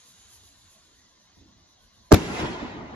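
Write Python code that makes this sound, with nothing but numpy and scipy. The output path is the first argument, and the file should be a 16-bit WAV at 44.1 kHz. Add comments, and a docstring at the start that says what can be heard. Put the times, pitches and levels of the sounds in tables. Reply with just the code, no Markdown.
"""Outdoors at night, a rocket's hiss fades unevenly into the distance: noise with a moving level.
Around it an insect pulses about eight times a second in bands of noise, over night air and low rumble;
at 1.4 s a far thud sounds, dull noise dying away. At 2.1 s the shell bursts overhead: rough noise leads
into a steep shock step, a thump falling in pitch, then shock and thump again off the ground while near
surfaces scatter noise. Last, echoes roll in from the land as three noise bands with their own levels,
the highest treble wearing away."""
import sys
import numpy as np
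from scipy import signal
from scipy.fft import rfft, irfft, next_fast_len
from scipy.io import wavfile
from scipy.ndimage import uniform_filter1d

SR = 44100
rng = np.random.default_rng(int(sys.argv[2]) if len(sys.argv) > 2 else 0)


def wav_record(signal):
    """Record a signal, one row per channel, as 16-bit PCM in the file named by sys.argv[1]."""
    frames = np.transpose(np.atleast_2d(signal))
    bounded = np.clip(frames, -1, 1)
    # unit amplitude maps onto the largest positive 16-bit level
    quanta = np.round(bounded * 32767).astype(np.int16)
    wavfile.write(sys.argv[1], SR, quanta)


N = 130095
T = np.arange(N) / SR  # s

# In every *_COLOUR table: pitch_hz, density_db (relative power per Hz; each noise is scaled to rms 1)
# Shocks, overhead and then off the ground: start_s (left), level_db (initial step), right_leads_s
SHOCKS = [(2.12585, -2.5, .00023), (2.14388, -2, .00025)]
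# The housing's ring at each shock: pitch_hz, level_db (against the step), t60_s
HOUSING_RING = [(6800, -8, .001), (11000, -4, .0009), (14800, -8, .0008)]
SHOCK_S, FIZZ_DB, FIZZ_T60_S = 0.00005, -16, 0.004  # step decay; fizz level against the step, its decay
# Falling thump, on the left before its ground copy: start_s, pitch_hz, peak_db
THUMP = [(2.1258, 600, -5), (2.1271, 540, -2), (2.1283, 340, -.5), (2.1305, 320, -.5), (2.1314, 240, -.5),
         (2.133, 125, -1), (2.135, 90, -1.5), (2.142, 60, -5), (2.147, 110, -10), (2.155, 90, -20),
         (2.18, 85, -32), (2.25, 85, -60)]
THUMP_S, THUMP_RIGHT_DB, THUMP_LAG_S = 2.1258, -3.5, 0.00021  # start; level and lag at the right
GROUND_S, GROUND_DB, GROUND_HZ = 0.0181, -8, 220  # ground copy: delay, loss, pitch below which it thins
# Noise leading into the first shock, on the left: start_s, level_db
LEADING = [(2.108, -35), (2.116, -27), (2.1178, -16), (2.1185, -6), (2.1255, -7), (2.1268, -17.5),
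           (2.128, -53)]
LEADING_COLOUR = [(150, -21), (280, -7), (390, 0), (500, -8), (630, -4), (1050, -13), (1600, -19),
                  (2800, -35), (4500, -28.5), (6500, -26.5), (8500, -41), (10000, -59)]
# Left-right likeness of the burst's noise: pitch_hz, correlation (-1 to 1)
BURST_ALIKE = [(300, 0.76), (650, 0.35), (1000, 0.54), (2500, 0.54), (5000, .05)]
LEADING_RIGHT_DB = 2  # right against left
# Near surfaces answering the burst: start_s, level_db
SCATTER = [(2.127, -32), (2.133, -25), (2.137, -11), (2.140, -17.5), (2.144, -9.5), (2.148, -13.5),
           (2.152, -24), (2.165, -26.5), (2.19, -43.5), (2.23, -56.5)]
SCATTER_COLOUR = [(88, -30), (150, -4), (388, -0.5), (695, -9.5), (2500, -18), (2860, -21.5), (3760, -20.5),
                  (7270, -28), (8660, -44), (10700, -29), (15500, -46)]
# Echoes from the land: start_s, bass_db, middle_db, treble_db (before ECHO_TREBLE_LIFT_DB)
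ECHOES = [(2.17, -23.5, -38, -41.5), (2.196, -31, -36.5, -41), (2.316, -36, -39, -42.5),
          (2.404, -34, -34.5, -36), (2.444, -27.5, -30.5, -41), (2.464, -32.5, -31.5, -38.5),
          (2.48, -35.5, -33.5, -42.5), (2.516, -34, -40, -43), (2.554, -41, -37.5, -44.5),
          (2.574, -42, -39.5, -46.5), (2.598, -43, -38.5, -45.5), (2.634, -33.5, -38, -46),
          (2.74, -45, -44.5, -50), (2.77, -39, -44.5, -50.5), (2.808, -43.5, -42.5, -54.5),
          (2.846, -40, -44.5, -57), (2.884, -47, -46, -55), (2.95, -42, -42, -55)]
ECHO_TREBLE_LIFT_DB = 2.45
# Colours of the three echo bands
ECHO_BASS_COLOUR = [(15, -46.5), (25, -14.5), (70, -3.5), (141, -6), (210, -1), (358, -2.5), (450, -7.5),
                    (580, -40.5), (990, -120)]
ECHO_MIDDLE_COLOUR = [(260, -37), (450, -5), (652, -4), (976, -3.5), (1320, -11), (1400, -8.5),
                      (1820, -27.5), (3080, -120)]
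ECHO_TREBLE_COLOUR = [(820, -34), (1400, -8), (1870, -1), (6210, -14), (7590, -15.5), (8650, -32.5),
                      (9560, -18.5), (11600, -26.5), (12700, -36.5), (13100, -67), (14200, -43.5),
                      (15500, -45)]
# Relative wear of the echo treble by the air: pitch_hz, loss_db_per_s
AIR_LOSS = [(500, -8.5), (2000, -3.5), (4000, 5), (7000, 24), (11000, 58.5), (13500, 90), (15000, 112)]
# Left-right likeness of echoes and thud, then of the quieter background: pitch_hz, correlation
ALIKE = [(60, 0.84), (130, 0.94), (290, 0.71), (640, 0.44), (1410, -0.036), (3100, -0.55), (6820, 0.11),
         (15000, 0.73)]
ALIKE_FAR = [(60, 0.85), (130, 0.92), (290, 0.5), (640, 0.22), (1410, 0.33), (3100, 1), (6820, 0.1),
             (15000, 0.44)]
# Far thud and its repeats: start_s, level_db, t60_s
THUDS = [(1.367, -53.5, 0.32), (1.411, -55.5, 0.22), (1.455, -62.5, 1.6)]
THUD_COLOUR = [(24, -41), (45, -5), (85, 3), (145, -7), (230, -2.5), (320, -3.5), (450, -22.5), (800, -22),
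               (1100, -51)]
# Insect pulses: start_s (at the top of the swell), level_db
PULSES = [(.09, -58.5), (.2, -66), (0.342, -54), (.47, -59), (.6, -66.5), (.73, -61.5), (.86, -73),
          (.98, -70), (1.11, -77), (1.24, -74), (1.37, -74), (1.49, -80), (1.6, -80), (1.71, -74.5),
          (1.84, -69), (1.96, -71.5), (2.07, -70.5)]
PULSE_RISE_S, PULSE_FALL_S = 0.045, 0.04
INSECT_COLOUR = [(2500, -25), (3500, -6.5), (5000, -1.5), (6700, 3), (8000, -9), (8700, -15), (9400, 0.5),
                 (10500, 4), (12300, -2.5), (13200, -12), (14200, -34), (15000, -23)]
# Hiss of the climbing rocket: start_s, level_db
HISS = [(0, -58), (.3, -58.5), (.55, -61.5), (.8, -63), (1.1, -71.5), (1.5, -84), (2.0, -76.5),
        (2.95, -82.5)]
HISS_COLOUR = [(240, -51), (400, -17.5), (1100, -5.5), (2320, -8.5), (3850, -0.5), (5480, -9), (6580, 3.5),
               (7440, -2), (8400, -28), (9210, -10.5), (10400, -3), (12300, -22.5), (15500, -57)]
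# Low rumble of the air: start_s, level_db
RUMBLE = [(0, -69.5), (.12, -87), (.2, -65), (.4, -66.5), (.55, -68.5), (.67, -64), (.76, -74), (1.0, -69),
          (1.2, -84), (1.35, -67.5), (1.55, -67.5), (1.7, -67), (1.85, -67), (2.95, -66)]
RUMBLE_COLOUR = [(20, -22), (45, -8), (70, 2.5), (110, -3), (200, -59.5)]
# Steady night air
NIGHT_COLOUR = [(15, -42), (25, 1), (82, -5.5), (139, -4.5), (219, -1), (431, -10.5), (682, -6.5),
                (808, -10.5), (1030, -5), (1310, -12), (1970, -10), (2340, -17.5), (3880, -5), (5180, -11),
                (6600, -8.5), (8000, -31), (10400, -60), (17600, -120)]
NIGHT_DB = -61
# Notches and peaks of the microphone housing, for diffuse sound: pitch_hz, gain_db
MIC = [(7600, 0.36), (8200, 1), (8600, -32), (9000, -0.5), (9400, 0.7), (12400, -0.2), (13000, -8),
       (13700, -14), (14600, 9), (15300, 3)]
RIGHT_DB, LEFT_LEADS_S = 0.3, 0.00007  # right against left, left ahead of right, for diffuse sound
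CEILING, KNEE, TOP_HZ = 0.97, 5, 15700  # soft clip limit (full scale 1) and sharpness; middle of band edge


def amp(db):
    """dB to gain."""
    return 10 ** (np.asarray(db) / 20)


def unit(x):
    """Scaled to rms 1."""
    return x / np.sqrt(np.mean(x ** 2) + 1e-20)


def along(points, hz):
    """Value at each frequency, read between points on a log axis."""
    f, v = np.transpose(points)
    return np.interp(np.log(hz + 1), np.log(f + 1), v)


def curves(rows):
    """One value per sample for each column after the time."""
    s, *cols = np.transpose(rows)
    return [np.interp(T, s, c) for c in cols]


def ramp(start_s, rise_s):
    """Straight fade-in from 0 to 1."""
    return np.clip((T - start_s) / rise_s, 0, 1)


def filtered(x, response):
    """x times a complex response of frequency."""
    m = next_fast_len(N + SR // 2)
    return irfft(rfft(x, m) * response(np.fft.rfftfreq(m, 1 / SR)), m)[..., :N]


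def closed(colour):
    """A colour falling away to -120 dB beyond its ends."""
    return [(colour[0][0] / 2, -120), *colour, (colour[-1][0] * 1.3, -120)]


def rush(colour, alike, patchy_db, dulls_from=None):
    """Stereo noise of rms 1 with narrow patches of random gain; its treble may wear away with time."""
    hz, t, z = signal.stft(rng.standard_normal((2, N)), SR, nperseg=1024)
    field = uniform_filter1d(rng.standard_normal(z.shape[1:]), size=2, axis=0)
    field = uniform_filter1d(field, size=5, axis=1)
    gain_db = patchy_db * unit(field)
    if dulls_from:
        gain_db = gain_db - along(AIR_LOSS, hz)[:, None] * np.maximum(t - dulls_from, 0)
    pair = signal.istft(z * amp(gain_db), SR, nperseg=1024)[1][:, :N]

    def mid_side(f):
        # half the angle whose cosine is the correlation shares the power between mid and side
        turn = np.arccos(np.clip(along(alike, f), -1, 1)) / 2
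        return amp(along(colour, f)) * [np.cos(turn), np.sin(turn)]

    mid, side = filtered(pair, mid_side)
    return unit(np.array([mid + side, mid - side]))


def shocks():
    """Steep pressure steps that ring the housing, with a short fizz, reaching the right side first."""
    out = np.zeros((2, N))
    noise = rng.standard_normal((2, N))
    for s, db, lead in SHOCKS:
        t = np.maximum([T - s, T - s + lead], 0)  # time since arrival, left and right
        u = t / SHOCK_S
        step = (1 - u) * np.exp(-u)  # pressure jumps, then swings below zero and recovers
        ring = sum(amp(level - 60 * t / t60) * np.sin(2 * np.pi * hz * t)
                   for hz, level, t60 in HOUSING_RING)
        fizz = amp(FIZZ_DB - 60 * t / FIZZ_T60_S) * noise
        out += (t > 0) * amp(db) * (step + ring + fizz)
    return out


def thump():
    """The low swing of the blast, a sine falling in pitch, and its thinner copy off the ground."""
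    hz, db = curves(THUMP)
    on = T >= THUMP_S
    direct = -amp(db) * on * np.sin(2 * np.pi * np.cumsum(hz * on) / SR)
    thinned = direct / (1 + (GROUND_HZ / hz) ** 2)
    left = direct + amp(GROUND_DB) * np.interp(T - GROUND_S, T, thinned)
    right = amp(THUMP_RIGHT_DB) * np.interp(T - THUMP_LAG_S, T, left)
    return np.array([left, right])


def leading_noise():
    """Rough noise just before the shock, under a fast level curve, stronger at the right."""
    level = ramp(LEADING[0][0], 0.0033) * amp(curves(LEADING)[0]) * (T < LEADING[-1][0])
    noise = rush(closed(LEADING_COLOUR), BURST_ALIKE, patchy_db=-1.8)
    return level * noise * amp([[0], [LEADING_RIGHT_DB]])


def scatter():
    """Near surfaces throw the burst back as noise in overlapping surges."""
    level = ramp(SCATTER[0][0], 0.002) * amp(curves(SCATTER)[0]) * (T < SCATTER[-1][0])
    return level * rush(SCATTER_COLOUR, BURST_ALIKE, patchy_db=2.0)


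def echoes():
    """The land answers in waves of three noise bands, some brighter, the highest treble wearing away."""
    bass_db, middle_db, treble_db = curves(ECHOES)
    bass = amp(bass_db) * rush(ECHO_BASS_COLOUR, ALIKE, patchy_db=1.06)
    middle = amp(middle_db) * rush(ECHO_MIDDLE_COLOUR, ALIKE, patchy_db=2.5)
    treble = rush(ECHO_TREBLE_COLOUR, ALIKE, patchy_db=3.0, dulls_from=2.326)
    treble = amp(treble_db + ECHO_TREBLE_LIFT_DB) * treble
    return ramp(2.145, 0.015) * (bass + middle + treble)


def thuds():
    """A far, dull report with repeats, noise dying away exponentially."""
    fade = sum(ramp(s, 0.006) * amp(db - 60 * np.abs(T - s) / t60) for s, db, t60 in THUDS)
    return fade * rush(THUD_COLOUR, ALIKE, patchy_db=0.0)


def insect():
    """Raspy noise in pulses that swell and fall on bell-shaped slopes."""
    swell = 0
    for s, db in PULSES:
        width = np.where(T < s, PULSE_RISE_S, PULSE_FALL_S)
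        swell = swell + amp(db) * np.exp(-((T - s) / width) ** 2)
    return swell * rush(closed(INSECT_COLOUR), ALIKE_FAR, patchy_db=1.0)


def rocket_hiss():
    """The climbing rocket's rushing noise, fading unevenly with distance."""
    return amp(curves(HISS)[0]) * rush(HISS_COLOUR, ALIKE_FAR, patchy_db=3)


def low_rumble():
    """Low air noise whose level wanders."""
    return amp(curves(RUMBLE)[0]) * rush(RUMBLE_COLOUR, ALIKE_FAR, patchy_db=3.5)


def night_air():
    """Broad night noise held at one level."""
    return amp(NIGHT_DB) * rush(NIGHT_COLOUR, ALIKE_FAR, patchy_db=4)


def housing(diffuse):
    """The microphone housing colours diffuse sound; right is a little louder, left a little earlier."""
    side = np.array([[-0.5], [0.5]])

    def response(hz):
        delay = np.exp(-2j * np.pi * hz * side * LEFT_LEADS_S)
        return amp(along(MIC, hz) + side * RIGHT_DB) * delay

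    return filtered(diffuse, response)


def scene():
    """The burst arrives straight; echoes and background arrive diffuse, through the housing."""
    diffuse = rocket_hiss() + low_rumble() + night_air() + insect() + thuds() + echoes()
    burst = leading_noise() + thump() + scatter() + shocks()
    return housing(diffuse) + burst


def record(dry):
    """Soft clipping rounds off the peaks, then a 500 Hz wide edge limits the band."""
    held = dry / (1 + np.abs(dry / CEILING) ** KNEE) ** (1 / KNEE)

    def band_edge(hz):
        return np.sin(np.pi / 2 * np.clip((TOP_HZ - hz) / 500 + 0.5, 0, 1)) ** 2

    return filtered(held, band_edge)


dry = scene()
out = record(dry)
wav_record(out)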